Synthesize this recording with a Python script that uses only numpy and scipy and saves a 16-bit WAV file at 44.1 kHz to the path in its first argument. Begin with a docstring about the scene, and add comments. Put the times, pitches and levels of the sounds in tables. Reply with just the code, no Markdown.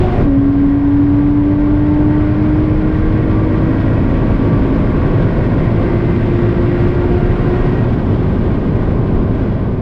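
"""A six-cylinder sports car at speed on a race track, heard from inside its small, bare cabin.
First comes a shift up a gear, with a short blare and a rush of air. The engine note drops into a boom,
then climbs for about seven seconds. Near the end the driver lifts off the throttle and the gears sing
softly. All along, wind hisses on the glass, tyres roar and the body rumbles, with a thud at each bump.
A limiter holds down the loudest bass peaks."""
import sys
import numpy as np
from scipy import signal
from scipy.fft import rfft, irfft, next_fast_len
from scipy.io import wavfile
from scipy.ndimage import uniform_filter1d, minimum_filter1d

SR = 44100
rng = np.random.default_rng(int(sys.argv[2]) if len(sys.argv) > 2 else 0)


def generate_wav(sig):
    """Save sig (samples, or channels by samples) to the path in sys.argv[1] as 16-bit PCM at SR."""
    pcm = np.round(np.clip(np.atleast_2d(sig).T, -1, 1) * 32767).astype(np.int16)
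    wavfile.write(sys.argv[1], SR, pcm)


N = 432621
TIME = np.arange(N) / SR
CYLINDERS = 6  # each fires once per engine cycle; a "multiple" is a tone at so many times the cycle rate
LIFT_S = 7.82  # when the foot comes off the throttle

# wind on the glass and seals: (frequency [Hz], relative level [dB])
WIND_SPECTRUM = [(500, -4), (1100, -1), (1280, -0.5), (1550, 2.5), (1720, -5), (2050, -4), (2600, -9.5),
                 (3300, -10.5), (4200, -19), (5200, -23.5), (5900, -31.5), (8200, -36), (8700, -50),
                 (9600, -40.5), (15000, -56)]
# how loud the wind is: (time [s], level [dB])
WIND_LEVEL = [(0, -31), (.3, -43), (1.5, -41.5), (2.5, -41), (4, -37), (5.5, -37), (7.7, -36.5), (8.1, -37),
              (9, -39.5), (9.4, -39), (9.81, -44)]
# roar of the tyres: (frequency [Hz], relative level [dB])
TYRE_SPECTRUM = [(120, -5.5), (165, 0.5), (220, 0.5), (280, -1.5), (320, -5.5), (375, -2.5), (470, -11),
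                 (660, -13.5), (800, -19.5), (1140, -20), (1270, -39)]
# how loud the tyres are: (time [s], level [dB])
TYRE_LEVEL = [(0, -17), (.22, -14.5), (.3, -21), (1.2, -22.5), (2, -21), (3.1, -21.5), (3.8, -19.5),
              (4.5, -18), (5.3, -18), (6, -19), (7, -19), (7.7, -18), (8.5, -18.5), (9.3, -18),
              (9.81, -21.5)]
# shaking of the car's body: (frequency [Hz], relative level [dB])
RUMBLE_SPECTRUM = [(12, -11.5), (28, 0.5), (50, -0.5), (72, -2.5), (110, 0.5), (135, -3)]
# how loud that shaking is: (time [s], level [dB])
RUMBLE_LEVEL = [(0, -12.5), (.5, -16), (1.3, -15.5), (2, -16.5), (3.7, -17), (4.9, -15.5), (5.9, -18.5),
                (7.2, -17), (8.3, -18.5), (9.1, -17.5), (9.81, -22)]
# low drone of the cabin air: (time [s], level [dB])
DRONE_LEVEL = [(0, -18.5), (.5, -19.5), (1.3, -20), (2, -20), (3.3, -25), (4.1, -21.5), (4.7, -24),
               (5.8, -18.5), (6.8, -20.5), (7.4, -22), (8, -21.5), (8.7, -24), (9.81, -22.5)]
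# bumps in the track: (time of peak [s], relative level [dB], length [s])
BUMPS = [(0.252, -7.5, 0.18), (2.756, -8.5, 0.11), (3.078, -8, 0.13), (4.251, -10.5, 0.09),
         (6.844, -17, 0.21), (7.324, -13, 0.25), (7.625, -10, 0.1), (9.15, -12, .15)]
# gear tones off the throttle: (multiple, level [dB])
GEAR_TONES = [(17.7, -46), (20.7, -48), (26, -54)]
# resonances that let the thin whine through: (frequency [Hz], width [Hz], peak level [dB])
WHINE_RESONANCES = [(9550, 650, -87.5), (10150, 400, -91), (11000, 200, -80.5)]
# hiss of the intake and valves: (frequency [Hz], relative level [dB])
HISS_SPECTRUM = [(1400, 0.5), (2400, 5.5), (3500, -7.5), (5200, -11), (5900, -26), (8200, -27.5),
                 (8700, -37), (12000, -32)]
# air let out as the throttle shuts for the shift: (frequency [Hz], relative level [dB])
SHIFT_AIR_SPECTRUM = [(250, -14), (650, -1.5), (1000, -9), (1550, -5), (1900, -9), (2450, -7),
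                      (3000, -12.5), (3700, -19), (5000, -24.5), (6200, -32), (8100, -37), (8700, -48),
                      (15000, -57)]
# how loud that air is: (time [s], level [dB])
SHIFT_AIR_LEVEL = [(0, -41), (.04, -38.5), (.09, -42), (.16, -37), (.2, -41.5), (.25, -41), (.275, -62),
                   (.4, -90)]
# exhaust tones while the clutch is down: (multiple, level [dB])
BLARE_TONES = [(10, -30.5), (12, -26.5)]
# the firing tone during the shift: (time [s], level [dB])
BLARE_FIRING_LEVEL = [(0, -18.5), (.08, -17), (.11, -30), (.21, -29), (.24, -23), (.27, -45), (.4, -90)]
# engine speed until the clutch bites: (time [s], cycle rate [Hz])
SHIFT_SPEED = [(0, 59.6), (.07, 61), (.21, 58), (.25, 49.5), (.32, 45.2), (.4, 46.31)]
# how loud the engine's rasp, hiss and weak tones are: (time [s], relative level [dB])
ENGINE_NOISE_LEVEL = [(0, -8), (.22, 2), (.29, -5.5), (.38, -4), (1.35, -4.5), (2.4, 0.5), (3.2, -1),
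                      (4.3, 0.5), (5, 0), (7.8, 1), (7.93, -3.5), (8.6, -4.5), (9.81, -6.5)]
# engine cover and wall behind the seats: (frequency [Hz], width [Hz], relative level [dB])
PANEL_RESONANCES = [(578, 180, -0.5), (931, 100, 1.5), (1059, 65, 0.5), (1153, 20, 5), (1433, 110, 0),
                    (1560, 74, 1), (1908, 97, -2.5), (2050, 270, -7), (2900, 380, -21)]
# the engine's weaker tones: (multiple, relative level [dB])
WEAK_TONES = [(3, -31), (4, -31.5), (7, -40), (14, -51.5), (22, -51), (27, -56), (38, -61.5), (47, -61)]
# exhaust and body resonances, one multiple each: (multiple, frequency [Hz], width [Hz], peak level [dB])
EXHAUST_RESONANCES = [(4, 195, 20, -26.5), (4, 228, 30, -31.5), (5, 269.5, 8, -21), (5, 277, 7, -27),
                      (5, 290, 16, -33), (8, 392, 24, -33.5), (8, 474, 14, -38), (9, 476, 26, -32.5),
                      (9, 506, 18, -32.5), (9, 526, 10, -38), (10, 540, 16, -38.5), (10, 566, 12, -38),
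                      (11, 580, 22, -37), (11, 612, 22, -36.5), (12, 545, 12, -30), (12, 590, 10, -32),
                      (12, 601, 18, -33.5), (12, 622, 16, -41), (12, 648, 14, -37.5), (12, 678, 20, -39),
                      (12, 713, 12, -36.5), (13, 685, 60, -45), (15, 715, 18, -43), (15, 753, 18, -43),
                      (16, 820, 22, -46.5), (16, 905, 30, -46), (16, 953, 18, -42.5), (17, 927, 22, -41.5),
                      (17, 960, 14, -45.5), (17, 1016, 8, -42), (18, 882, 44, -42.5), (18, 898, 16, -37.5),
                      (18, 962, 32, -45.5), (18, 1013, 18, -41.5), (18, 1073, 12, -44),
                      (19, 1015, 16, -45.5), (19, 1052, 18, -41), (20, 962, 20, -43), (20, 1040, 60, -43.5),
                      (20, 1112, 14, -41), (21, 1020, 70, -47.5), (21, 1125, 30, -45),
                      (21, 1150, 22, -39.3), (21, 1204, 10, -43.5), (24, 1154, 12, -44),
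                      (24, 1418, 40, -45), (25, 1385, 50, -51), (25, 1485, 30, -51), (26, 1395, 18, -44),
                      (26, 1458, 22, -46), (30, 1510, 26, -48), (30, 1610, 120, -53),
                      (31.5, 1890, 16, -40.5), (33, 1862, 16, -49), (33, 1926, 22, -45.5),
                      (34, 1610, 30, -50), (34, 1950, 24, -50), (36, 1930, 48, -48), (36, 2066, 26, -43.3),
                      (36, 2112, 30, -52), (39, 2205, 40, -51), (40, 1885, 20, -52),
                      (41.6, 2210, 130, -53.5), (48, 2585, 50, -57), (48, 2720, 260, -62)]
# pitches at which the cabin air booms: (frequency [Hz], width [Hz], peak level [dB])
CABIN_RESONANCES = [(282, 30, -9.8), (304, 12, -22), (318.5, 5, -23), (349.5, 12, -20.5), (357, 5, -25)]


def amp(db):
    """Turns decibels into a gain to multiply by."""
    return 10 ** (np.asarray(db) / 20)


def unit_level(x):
    """Scales a signal so that its average power is 1."""
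    return x / np.sqrt(np.mean(x ** 2) + 1e-20)


def curve(table):
    """Joins the points of a (time, value) table with straight lines."""
    return np.interp(TIME, *np.transpose(table))


def shaped_noise(spectrum):
    """Noise of power 1 that follows a spectrum table and fades beyond its ends."""
    size = next_fast_len(N)
    freqs = np.fft.rfftfreq(size, 1 / SR) + 0.09  # the offset avoids log(0)
    hz, db = np.transpose(spectrum)
    ends = np.minimum(freqs / hz[0], 1) ** 2 * np.minimum(hz[-1] / freqs, 1) ** 4
    gain = ends * amp(np.interp(np.log(freqs), np.log(hz), db))
    return unit_level(irfft(rfft(rng.standard_normal(N), size) * gain, size)[:N])


def wander(rate_hz, size=4096):
    """A random wobble of typical size 1, moving up to about the given rate."""
    freqs = np.fft.rfftfreq(size, N / SR / size)
    gain = (freqs > 0) / (1 + (freqs / rate_hz) ** 2)
    wobble = irfft(rfft(rng.standard_normal(size)) * gain)
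    return np.interp(TIME, np.linspace(0, N / SR, size), unit_level(wobble))


def steadied(noise, share=.4, window_s=.045):
    """Smooths away a share of a noise's random swells, so that it sounds dense."""
    power = abs(uniform_filter1d(noise ** 2, round(window_s * SR))) + 1e-12
    return unit_level(noise / np.sqrt(power) ** share)


def ring(x, hz, width_hz):
    """A resonance: lets through only the sound near one pitch."""
    b, a = signal.iirpeak(hz, hz / (1.5 * width_hz), SR)
    return signal.lfilter(b, a, signal.lfilter(b, a, x))


def resonance_gain(hz, resonances):
    """How strong a tone gets as its pitch glides through flat-topped resonances."""
    powers = (amp(db) ** 2 / (1 + (2 * (hz - centre) / width) ** 4) for centre, width, db in resonances)
    return np.sqrt(sum(powers))


def uneven_tone(angle, multiple):
    """One engine tone; no two firings are alike, so its strength and timing shake."""
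    strength = unit_level(amp(1.6 * wander(22) + 1.1 * wander(5)))
    phase = multiple * angle + 2 * np.pi * rng.random()
    return strength * np.sin(phase + .3 * wander(18))


def wind(gust_db=.2, flutter_db=1.04):
    """Air tears along the windows, with slow gusts and a quick flutter."""
    level_db = curve(WIND_LEVEL) + gust_db * wander(2)
    return shaped_noise(WIND_SPECTRUM) * amp(level_db + flutter_db * wander(25))


def tyre_roar():
    """The rolling tyres send a dense roar through the body."""
    return steadied(shaped_noise(TYRE_SPECTRUM)) * amp(curve(TYRE_LEVEL))


def body_rumble(drone_hz=110, drone_width_hz=28):
    """The shaking body rumbles and keeps the cabin air droning on one low note."""
    drone = steadied(ring(rng.standard_normal(N), drone_hz, drone_width_hz))
    shaking = steadied(shaped_noise(RUMBLE_SPECTRUM))
    return amp(curve(RUMBLE_LEVEL)) * shaking + amp(curve(DRONE_LEVEL)) * drone


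def bumps(body_hz=32, gain_db=-5):
    """Each bump makes the body shudder a few times, never at quite the same pitch."""
    out = np.zeros(N)
    for peak_s, db, length_s in BUMPS:
        near = abs(TIME - peak_s) < 2 * length_s
        t = TIME[near] - peak_s
        hz = body_hz * 2 ** rng.uniform(-.25, .25)
        shudder = np.sin(2 * np.pi * (hz * t + rng.random()))
        swell = np.exp(-(2 * t / length_s) ** 2)
        out[near] += amp(gain_db + db) * swell * shudder
    return out


def engine_speed(pull_hz_per_s=2.3035, drag_hz_per_s2=.1208, coast_hz_per_s=1.07):
    """Engine cycles per second: a drop at the shift, a climb slowed by drag, then coasting down."""
    in_gear_s = SHIFT_SPEED[-1][0]
    pulling_s = np.clip(TIME, in_gear_s, LIFT_S) - in_gear_s
    coasting_s = np.maximum(TIME - LIFT_S, 0)
    climb_hz = pull_hz_per_s * pulling_s - drag_hz_per_s2 * pulling_s ** 2 / 2
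    return curve(SHIFT_SPEED) + climb_hz - coast_hz_per_s * coasting_s


def cycle_angle(speed, tremble=.0009):
    """How far the engine has run, at 2 pi per cycle; its speed trembles slightly."""
    return 2 * np.pi * np.cumsum(speed * (1 + tremble * wander(12))) / SR


def throttle(open_at_s=.28, travel_s=.079, shut_db=-12.5, coast_db_per_s=-6):
    """Gain of the engine's tones: low for the shift, full in gear, dropping and fading after the lift."""
    coasting_s = np.maximum(TIME - LIFT_S, 0)
    shut_for_shift = np.clip((open_at_s - TIME) / travel_s, 0, 1)
    shut_for_lift = np.minimum(coasting_s / travel_s, 1)
    return amp(shut_db * (shut_for_shift + shut_for_lift) + coast_db_per_s * coasting_s)


def gear_whine(angle, rise_s=.5):
    """Off the throttle, the gears sing softly on the backs of their teeth."""
    fade_in = np.clip((TIME - LIFT_S) / rise_s, 0, 1)
    return np.sqrt(2) * fade_in * sum(amp(db) * uneven_tone(angle, k) for k, db in GEAR_TONES)


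def thin_whine(angle, speed, multiple=184):
    """A thin, fuzzy whine, likely the supercharger, climbs with the revs and fades at the lift."""
    fuzz = 2.6 * wander(50)
    gain = resonance_gain(multiple * speed, WHINE_RESONANCES) * throttle()
    return np.sqrt(2) * gain * np.sin(multiple * angle + fuzz)


def intake_hiss(angle, noise_gain, level_db=-46):
    """Intake air and valves hiss in time with the firings."""
    pulsing = 1 + .25 * np.cos(CYLINDERS * angle)
    return amp(level_db) * noise_gain * shaped_noise(HISS_SPECTRUM) * pulsing


def shift_air(angle, flutter_db=1.2):
    """A rush of air from the intake, chopped by the cylinders, dies as the shift ends."""
    level_db = curve(SHIFT_AIR_LEVEL) + flutter_db * wander(40)
    chop = unit_level(1 + .6 * np.cos(CYLINDERS * angle))
    return shaped_noise(SHIFT_AIR_SPECTRUM) * chop * amp(level_db)


def shift_blare(angle, end_s=.24, fade_s=.043):
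    """With the clutch down, the engine blares roughly and its note slides into the next gear."""
    fade = np.clip(np.minimum(TIME, end_s - TIME) / fade_s, 0, 1)
    rough_angle = angle + .06 * wander(45)
    firing = amp(curve(BLARE_FIRING_LEVEL)) * np.sin(CYLINDERS * rough_angle)
    blare = sum(amp(db) * uneven_tone(rough_angle, k) for k, db in BLARE_TONES)
    return np.sqrt(2) * (firing + fade * blare)


def panels(shaking, surge_db=1.8):
    """The panels behind the seats ring when shaken, each swelling and fading on its own."""
    return sum(amp(db + surge_db * wander(7)) * ring(shaking, hz, width)
               for hz, width, db in PANEL_RESONANCES)


def engine_rasp(angle, noise_gain, level_db=-35):
    """Each firing gives a puff of noise that rings the panels."""
    firing = 1 + .7 * np.cos(CYLINDERS * angle)
    banks = 1 + .21 * np.cos(3 * angle)  # the two rows of cylinders are not equally strong
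    lope = 1 + .25 * np.cos(angle) + .25 * np.sin(2 * angle)  # unevenness over the cycle
    puffs = rng.standard_normal(N) * firing * banks * lope
    return amp(level_db) * noise_gain * unit_level(panels(puffs))


def weak_tones(angle, noise_gain, drift_db=1.8, panel_db=3):
    """Unequal cylinders leave weak tones between the strong ones; they flare where the panels ring."""
    strong = {CYLINDERS} | {row[0] for row in EXHAUST_RESONANCES}
    multiples, levels_db = np.transpose(WEAK_TONES)
    tones = np.zeros(N)
    for k in range(round(multiples[0]), round(multiples[-1]) + 1):
        if k not in strong:
            level_db = np.interp(k, multiples, levels_db) + drift_db * wander(1.2)
            tones += amp(level_db) * uneven_tone(angle, k)
    return np.sqrt(2 * throttle()) * noise_gain * (tones + amp(panel_db) * panels(tones))


def exhaust_tones(angle, speed, floor_db=-44, floor_db_per_octave=-6):
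    """The strong tones swell as the revs carry them through their resonances, and stay faint between."""
    tones = np.zeros(N)
    for k in sorted({row[0] for row in EXHAUST_RESONANCES}):
        resonances = [row[1:] for row in EXHAUST_RESONANCES if row[0] == k]
        swell = resonance_gain(k * speed, resonances)
        floor = amp(floor_db + floor_db_per_octave * np.log2(k / CYLINDERS))
        tones += np.hypot(swell, floor) * uneven_tone(angle, k)
    return np.sqrt(2) * throttle() * tones


def cabin_boom(angle, speed, waver_db=.37):
    """The firing tone, one pulse per cylinder, booms as it passes the resonances of the cabin air."""
    gain = resonance_gain(CYLINDERS * speed, CABIN_RESONANCES) * throttle()
    waver = amp(-waver_db * wander(12))
    sway = .07 * wander(15)
    return np.sqrt(2) * gain * waver * np.sin(CYLINDERS * angle + sway)


def scene():
    """Engine, tyres, body and wind add up at one spot behind the seats."""
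    speed, noise_gain = engine_speed(), amp(curve(ENGINE_NOISE_LEVEL))
    angle = cycle_angle(speed)
    engine = cabin_boom(angle, speed) + exhaust_tones(angle, speed) + weak_tones(angle, noise_gain)
    engine += gear_whine(angle) + engine_rasp(angle, noise_gain)
    engine += intake_hiss(angle, noise_gain) + thin_whine(angle, speed)
    shift = shift_blare(angle) + shift_air(angle)
    return (engine + shift + tyre_roar() + body_rumble() + wind() + bumps())[None]


def record(dry, ceiling_db=-4, recovery_db_per_s=40, boost_db=2, split_hz=600, top_hz=15700):
    """Boosts the bass, turns it down briefly at its peaks (a limiter), then cuts the highest treble."""
    bass = signal.sosfiltfilt(signal.butter(2, split_hz, fs=SR, output="sos"), dry[0])
    treble = dry[0] - bass
    over_db = np.maximum(20 * np.log10(abs(bass) + 1e-9) + boost_db - ceiling_db, 0)
    recovery_db = TIME * recovery_db_per_s
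    gain_db = recovery_db - np.maximum.accumulate(over_db + recovery_db)  # drops fast, comes back slowly
    smooth_db = uniform_filter1d(minimum_filter1d(gain_db, size=200), size=200)
    lowpass = signal.firwin(511, top_hz, window=("kaiser", 9), fs=SR)
    return signal.oaconvolve(treble + bass * amp(boost_db + smooth_db), lowpass, "same")[None]


dry = scene()
out = record(dry)
generate_wav(out)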